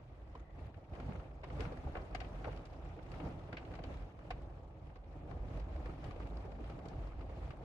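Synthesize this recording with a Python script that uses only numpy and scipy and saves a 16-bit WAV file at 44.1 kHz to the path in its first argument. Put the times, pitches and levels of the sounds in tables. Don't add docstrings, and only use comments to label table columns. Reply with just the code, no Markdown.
import sys
import numpy as np
from scipy import signal
from scipy.fft import rfft, irfft, next_fast_len
from scipy.io import wavfile
from scipy.ndimage import uniform_filter1d, map_coordinates

SR = 44100
rng = np.random.default_rng(int(sys.argv[2]) if len(sys.argv) > 2 else 0)


def dump_mix(stems):
    frames = np.atleast_2d(stems).T
    limited = np.clip(frames, -1, 1)
    pcm = np.round(limited * 32767).astype(np.int16)
    wavfile.write(sys.argv[1], SR, pcm)


N = 336924

# time_s, level_db
ROAD_ROUGHNESS = [(0, -61.5), (.57, -60), (.66, -55), (.72, -62), (.86, -60), (.94, -53), (1.08, -51),
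                  (1.25, -55), (1.45, -58.5), (1.62, -49), (1.8, -52.5), (2.2, -53.5), (2.62, -53.5),
                  (2.68, -59), (2.76, -54.5), (3.02, -56.5), (3.27, -48), (3.37, -54.5), (3.55, -54.5),
                  (3.85, -51.5), (4.04, -55), (4.19, -58.5), (4.4, -54.5), (4.7, -60), (5.13, -59),
                  (5.3, -53.5), (5.62, -53.5), (5.79, -53.5), (6.11, -53), (6.26, -52.5), (6.94, -52.5),
                  (7.17, -56), (7.34, -53.5), (7.64, -55)]
# time_s, excess_db
BOOM_EXCESS = [(0, 0.5), (.3, 8), (.78, 0.5), (1.08, 2), (1.3, 4.5), (1.62, 6), (2.0, 5.5), (2.62, 3),
               (2.85, 9.5), (3.2, 0), (3.68, 2.5), (4.0, 9), (4.19, 3.5), (4.38, 10), (4.55, 2.5), (4.9, 6),
               (5.4, 9), (6.2, 7.5), (6.83, 1.5), (7.0, 11), (7.64, 3)]
# time_s, excess_db
CRUNCH_EXCESS = [(0, 1), (.5, 2), (.82, 1), (1.1, 0), (1.4, 0), (1.7, 2.2), (2.1, 2), (2.55, 2), (2.9, 2),
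                 (3.3, 0.1), (3.7, 0.7), (4.0, 2.5), (4.4, 0.1), (4.9, 0.5), (5.4, -0.5), (5.9, 2),
                 (6.4, 0), (6.9, 0.1), (7.1, 4.5), (7.25, -1.5), (7.4, 1.5), (7.64, -1.5)]
# time_s, pitch_hz
WHINE_PITCH = [(0, 1133), (4.3, 1135), (4.8, 1122), (5.3, 1150), (6.6, 1112), (7.64, 1160)]
# start_s, pitch_hz, level_db (peak of the swell)
BUMPS = [(.608, 61.5, -44), (.652, 105, -45), (0.756, 88.5, -44), (.92, 51.5, -44), (.99, 66, -43),
         (1.056, 55, -40), (1.11, 55, -40), (1.6, 55, -34.5), (1.848, 59.3, -37), (5.399, 55, -41),
         (5.763, 64, -39), (6.642, 59.3, -36.5)]
# arrival_s, strongest_pitch_hz, knock_db, crack_db, tick_db, left_over_right_db
STONES = [(0.352, 1040, -52.5, -64.5, -75.5, 0), (0.742, 1740, -69, -67, -101, 4),
          (0.934, 658, -56.5, -65, -81, 1), (0.959, 2000, -68, -67, -84, 6), (1, 1370, -59, -59, -73, 0),
          (1.0878, 210, -44, -69, -87, 1), (1.106, 172, -49, -74, -90, 0), (1.121, 2500, -63, -65, -90, -1),
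          (1.154, 1330, -68, -61, -93, 1), (1.197, 1320, -59, -66, -81, 6),
          (1.4336, 629, -52, -57.5, -81, 1), (1.44, 1024, -54, -56.5, -72.5, -1),
          (1.501, 1940, -51, -64, -77, -2), (1.595, 423, -45, -62, -74, -1),
          (1.6055, 2910, -48.5, -57, -59, 6), (1.652, 1440, -55, -54, -92, 4.5),
          (1.72, 513, -46, -67, -76, 1), (1.87, 750, -49, -84, -96, 5), (1.9525, 1440, -44, -53.5, -94, 0),
          (1.967, 1520, -45.5, -58, -87, 2), (2.148, 710, -44, -46, -58, 2.5),
          (2.2038, 2620, -64, -52.5, -63, 3.5), (2.2145, 710, -48.5, -56.5, -86, 1),
          (2.247, 2440, -65, -61, -86, 5), (2.444, 1470, -49, -53.5, -74, 4.5),
          (2.4535, 1400, -48.5, -59, -80, 0), (2.471, 565, -43.5, -77, -93, -0.5),
          (2.479, 860, -45.5, -72, -93, 1), (2.488, 520, -46.5, -77, -93, 0),
          (2.529, 2870, -75, -65, -87, 1), (2.563, 4570, -82, -73, -73, -1),
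          (2.574, 2900, -75, -71, -70, 0), (2.654, 4430, -75, -70, -68.5, 0),
          (2.729, 694, -64, -71, -78, -3), (2.99, 1480, -60, -67, -98, -12),
          (3.117, 1300, -70, -61.5, -67.5, 1), (3.139, 1330, -61, -60, -85, 4),
          (3.2, 816, -56.5, -55.5, -92, 5), (3.271, 760, -53, -69, -92, 7),
          (3.528, 1500, -50, -52.5, -70, -1), (3.543, 910, -60, -63, -87, 0),
          (3.5701, 2390, -75, -48, -70, 1.5), (3.582, 3030, -75, -59, -79, -1),
          (3.627, 1500, -60, -72, -90, 0), (3.651, 2940, -79, -63, -93, -4),
          (3.7062, 382, -59, -74, -83, -8), (3.738, 1445, -58, -60, -74, 2),
          (3.753, 2030, -63, -62, -69, 3), (3.789, 720, -50.5, -61, -83, 1),
          (3.838, 3070, -53, -57.5, -66, 2), (3.974, 655, -69, -82, -84, -3),
          (4.249, 563, -58, -81, -94, -7), (4.3054, 747, -42.5, -47.5, -63, -1),
          (4.498, 730, -58, -79, -91, -3), (4.957, 3760, -57.5, -70, -81, -1),
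          (5.311, 1940, -53.5, -71, -77, 5), (5.371, 663, -56, -78, -87, 0),
          (5.598, 2400, -70, -66, -71, 1), (5.7606, 1870, -65, -66, -78, 0),
          (5.8576, 1670, -50.5, -62, -74, 1), (5.895, 1300, -59, -64, -82, -2),
          (6.042, 1920, -64, -64, -68, 6), (6.109, 1210, -58, -58.5, -74, 2),
          (6.159, 530, -53, -67, -81, 3), (6.2, 1990, -51, -71, -75, 1), (6.371, 5740, -70, -77, -68.5, 1),
          (6.406, 2250, -69, -69, -78, -1), (6.449, 400, -49.5, -81, -90, 1),
          (6.517, 560, -54.5, -66, -79, 2), (6.608, 297, -49, -82, -90, -2), (6.64, 1970, -69, -71, -84, 2),
          (6.698, 1390, -68, -62, -73, 2), (6.789, 1320, -69, -67, -79, -3),
          (6.856, 2140, -52.5, -72, -69, 0), (6.885, 4900, -71, -77, -65.5, 2),
          (6.915, 721, -56, -72, -86, -1), (6.934, 2020, -68, -78, -86, 3),
          (7.035, 1320, -58, -70, -90, -1), (7.07, 628, -56, -68, -88, 0),
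          (7.1192, 1190, -67, -66, -87, -2), (7.209, 1260, -67, -63, -82, 0),
          (7.294, 1950, -55, -71, -82, -3), (7.506, 1230, -73, -56, -74, 1.5)]
# centre_hz, width_hz, gain_db
PANEL_MODES = [(200, 90, -6), (376, 138, -0.5), (494, 102, 1.5), (741, 98, -2), (1006, 164, -4),
               (1167, 194, -1), (1490, 300, -0.5), (2195, 580, 1.5), (2970, 580, 1), (3810, 720, -0.5),
               (4610, 840, 2.5), (5960, 2040, -2.5), (7260, 610, 0.5), (9500, 1800, -5.5)]
# low_edge_hz, high_edge_hz
BLOW_BANDS = [(140, 1000), (1000, 3400), (3400, 13000)]
BAND_RISE_S = [0.0025, 0.0003, 0.00046]
BAND_FADE_DB_PER_S = [-3, 127, 380]
# frequency_hz, density_db_per_hz
BOOM_SPECTRUM = [(15, -42), (25, -13), (36, -6.5), (50, 1.5), (62, -4.5), (75, -8.5), (100, -20.5),
                 (200, -120)]
SHUDDER_SPECTRUM = [(50, -23.5), (78, 1), (110, -3), (146, -4), (204, -26.5), (300, -39), (510, -120)]
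DRONE_SPECTRUM = [(100, -31.5), (170, -0.5), (210, -8.5), (311, -3), (391, -8), (441, -8), (569, -6),
                  (716, -7.5), (828, -9), (1020, -18), (1300, -23), (1690, -42.5), (2860, -120)]
CRUNCH_SPECTRUM = [(530, -27), (900, -8), (1030, -6), (1240, -4), (1430, -9), (2450, -11), (3190, -16.5),
                   (7200, -30.5), (8130, -34), (12500, -40.5), (16200, -77), (22000, -120)]
# frequency_hz, level_db
PEBBLE_STRENGTH = [(500, 0), (1500, 3), (3000, -10), (7000, -17), (11000, -24)]
# frequency_hz, likeness (no unit)
LIKENESS = [(30, 0.98), (125, 1), (250, 0.85), (500, 0.77), (900, 0.4), (2000, -0.2), (8000, 0.072)]
# frequency_hz, left_over_right_db
BALANCE = [(60, -1), (170, -1.5), (500, -1), (1440, 2.5), (4170, 0), (12000, -0.5)]

ROUGH_DB = -55
CRUNCH_DB, CRUNCH_GROWTH = -71, 1.1
HISS_PEAK_S, HISS_PEAK_DB, HISS_SLOPE_DB_PER_S = 0.48, -74, 41
BUMP_CYCLES = 0.98
SWELL_S = 0.0035
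TAIL_DB, TAIL_T60_S = -3.5, 0.17
TONE_SHARE, TONE_CORNER_HZ = 1.5, 1100
TONE_WANDER_CYCLES = 0.006
TOP_HZ = 12750


def amp(db):
    return 10 ** (np.asarray(db) / 20)


def unit(x):
    return x / np.sqrt(np.mean(x ** 2) + 1e-20)


def along(points, hz):
    f, v = np.transpose(points)
    return np.interp(np.log(hz + 1), np.log(f + 1), v)


def curve(rows):
    s, v = np.transpose(rows)
    return np.interp(np.arange(N) / SR, s, v)


def wobble(rate):
    knots = rng.standard_normal(int(N * rate / SR) + 4)
    return map_coordinates(knots, [np.arange(N) * rate / SR])


def filtered(x, response):
    n = x.shape[-1]
    m = next_fast_len(n + 8192)
    return irfft(rfft(x, m) * response(np.fft.rfftfreq(m, 1 / SR)), m)[..., :n]


def resonance(f, hz, width_hz):
    return 1j * f * width_hz / (hz * hz - f * f + 1j * f * width_hz)


def swell(t, peak_s, steep):
    u = t / peak_s
    return (u * np.exp(1 - u)) ** steep


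def spread(pair, gain):
    turn = lambda hz: np.arccos(np.clip(along(LIKENESS, hz), -1, 1)) / 2
    mid, side = filtered(pair, lambda hz: gain(hz) * [np.cos(turn(hz)), np.sin(turn(hz))])
    return np.array([mid + side, mid - side])


def rush(spectrum, patchy_db):
    z = signal.stft(rng.standard_normal((2, N)), nperseg=256)[2]
    field = uniform_filter1d(rng.standard_normal(z.shape[1:]), 10, 0)
    field = uniform_filter1d(field, 6, 1)
    pair = signal.istft(z * amp(patchy_db * unit(field)), nperseg=256)[1][:, :N]
    return unit(spread(pair, lambda hz: amp(along(spectrum, hz))))


def hiss():
    db = HISS_PEAK_DB - HISS_SLOPE_DB_PER_S * abs(np.arange(N) / SR - HISS_PEAK_S)
    noise = rng.standard_normal((2, N))
    return amp(db) * unit(filtered(noise, lambda f: resonance(f, 1950, 260) ** 2))


def whine():
    hz = curve(WHINE_PITCH) + 7 * wobble(25)
    phase = 2 * np.pi * np.cumsum(hz) / SR
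    return amp(-82 + 3 * wobble(5)) * np.sin(phase + [[0], [1.2]])


def boom(drone_db, jolt):
    return amp(drone_db + curve(BOOM_EXCESS) + 0.25 * jolt) * rush(BOOM_SPECTRUM, patchy_db=0.0)


def shudder(drone_db, jolt):
    db = -53.5 + 0.95 * (drone_db - ROUGH_DB) + 2.0 * jolt
    return amp(db) * rush(SHUDDER_SPECTRUM, patchy_db=1.8)


def thump(drone_db):
    modes = lambda f: resonance(f, 170.4, 41) ** 2 + 0.72 * resonance(f, 256.3, 70) ** 2
    cavity = filtered(rng.standard_normal(N), modes)
    return amp(-67 + 2.98 * (drone_db - ROUGH_DB)) * unit(cavity)


def drone(drone_db, jolt, shake):
    return amp(drone_db + 0.68 * jolt + 0.73 * shake) * rush(DRONE_SPECTRUM, patchy_db=1.5)


def pebbles(rate, spread_db, t60):
    draws = rng.random((int(rate * N / SR), 5)).T[:, :, None]
    when, size, pitch, left, right = draws
    hz = 500 * 22 ** pitch
    k = np.arange(SR // 90)
    t = k / SR
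    strength = amp(along(PEBBLE_STRENGTH, hz) - spread_db * np.log(0.036 + size))
    decay = amp(-60 * t / t60 * np.sqrt(hz / 2000))
    shape = strength * decay * (1 - np.exp(-t / 0.0006))
    at = ((when * N).astype(int) + k).ravel()
    sides = []
    for start_cycles in (left, right):
        ping = shape * np.sin(2 * np.pi * (hz * t + start_cycles))
        sides.append(np.bincount(at, ping.ravel(), N)[:N])
    return unit(np.array(sides))


def crackle(rate, spread_db, peak_s):
    when, size = rng.random((int(rate * N / SR), 2)).T
    snaps = np.bincount((when * N).astype(int), amp(-spread_db * np.log(0.03 + size)), N)
    gate = signal.fftconvolve(snaps, swell(np.arange(SR // 40) / SR, peak_s, 0.89))[:N]
    return unit(gate * rush(CRUNCH_SPECTRUM, patchy_db=4.5))


def crunch(drone_db, jolt, shake):
    db = CRUNCH_DB + CRUNCH_GROWTH * (drone_db - ROUGH_DB) + curve(CRUNCH_EXCESS)
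    grind = amp(2.5 + 1.87 * jolt + 0.53 * shake) * rush(CRUNCH_SPECTRUM, patchy_db=2.0)
    pings = amp(-0.2) * pebbles(rate=600, spread_db=2.0, t60=0.0089)
    ticks = amp(-4.0) * crackle(rate=70, spread_db=4.0, peak_s=0.0021)
    return amp(db) * (grind + pings + ticks)


def rolling():
    drone_db = curve(ROAD_ROUGHNESS)
    jolt, shake = wobble(14), wobble(45)
    body = boom(drone_db, jolt) + shudder(drone_db, jolt) + thump(drone_db)
    return body + drone(drone_db, jolt, shake) + crunch(drone_db, jolt, shake)


def bumps():
    out, t = np.zeros(N + SR), np.arange(SR // 6) / SR
    for start_s, hz, db in BUMPS:
        tone = np.sin(2 * np.pi * (hz * t + rng.random()))
        out[round(start_s * SR):][:len(t)] += amp(db) * swell(t, BUMP_CYCLES / hz, 1.6) * tone
    return out[:N]


def panel(f):
    return sum((-1) ** k * amp(db) * resonance(f, hz, width)
               for k, (hz, width, db) in enumerate(PANEL_MODES))


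def struck_panel(f, hz):
    modes = panel(f)
    near = 1 + 1.1 * abs(resonance(f, hz, 1.1 * hz))
    return modes * abs(modes) ** 0.37 * near * (1 + f / 3500) ** -1.1 / (1 + (f / 8000) ** 2)


def blow_bands(f):
    return [[(1 + (lo / (f + 1)) ** 8) ** -.5 * (1 + (f / hi) ** 8) ** -.5] for lo, hi in BLOW_BANDS]


def stones():
    out, t = np.zeros((2, N + SR)), np.arange(SR // 8) / SR
    for arrival_s, hz, knock_db, crack_db, tick_db, pan_db in STONES:
        hump = swell(t, SWELL_S * (730 / hz) ** 0.41, 1)
        tail = (1 - np.exp(-t / SWELL_S)) * amp(TAIL_DB - 60 * t / TAIL_T60_S)
        burst = (hump + tail) * rng.standard_normal((2, len(t)))
        ring = unit(spread(burst, lambda f: struck_panel(f, hz)))
        drift = TONE_WANDER_CYCLES * hz / 730 * np.cumsum(rng.standard_normal(len(t)))
        cycles = hz * t + drift + rng.random() + [[0], [.12]]
        note = unit(hump ** 2 * np.sin(2 * np.pi * cycles))
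        ring = ring + TONE_SHARE / (1 + (hz / TONE_CORNER_HZ) ** 2) * note
        fade = amp(-np.outer(BAND_FADE_DB_PER_S, t))
        rise = 1 - np.exp(-t / np.c_[BAND_RISE_S])
        bands = filtered(ring, blow_bands) * (fade * rise)[:, None]
        first = np.sqrt(np.mean(bands[..., :SR // 80] ** 2, axis=(1, 2)))
        blow = np.tensordot(amp([knock_db, crack_db, tick_db]) / first, bands, axes=1)
        start = round((arrival_s - .0015) * SR)
        out[:, start:][:, :len(t)] += blow * amp([[pan_db / 2], [-pan_db / 2]])
    return out[:, :N]


def scene():
    return hiss() + whine() + rolling() + bumps() + stones()


def record(dry):
    bass = lambda hz: (1 + (26 / (hz + 1)) ** 6) ** -.5
    lean = lambda hz: amp(np.outer([.5, -.5], along(BALANCE, hz)))
    out = filtered(dry, lambda hz: lean(hz) * bass(hz) * (hz < TOP_HZ))
    return out + amp(-103) * rng.standard_normal(dry.shape)


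dry = scene()
out = record(dry)
dump_mix(out)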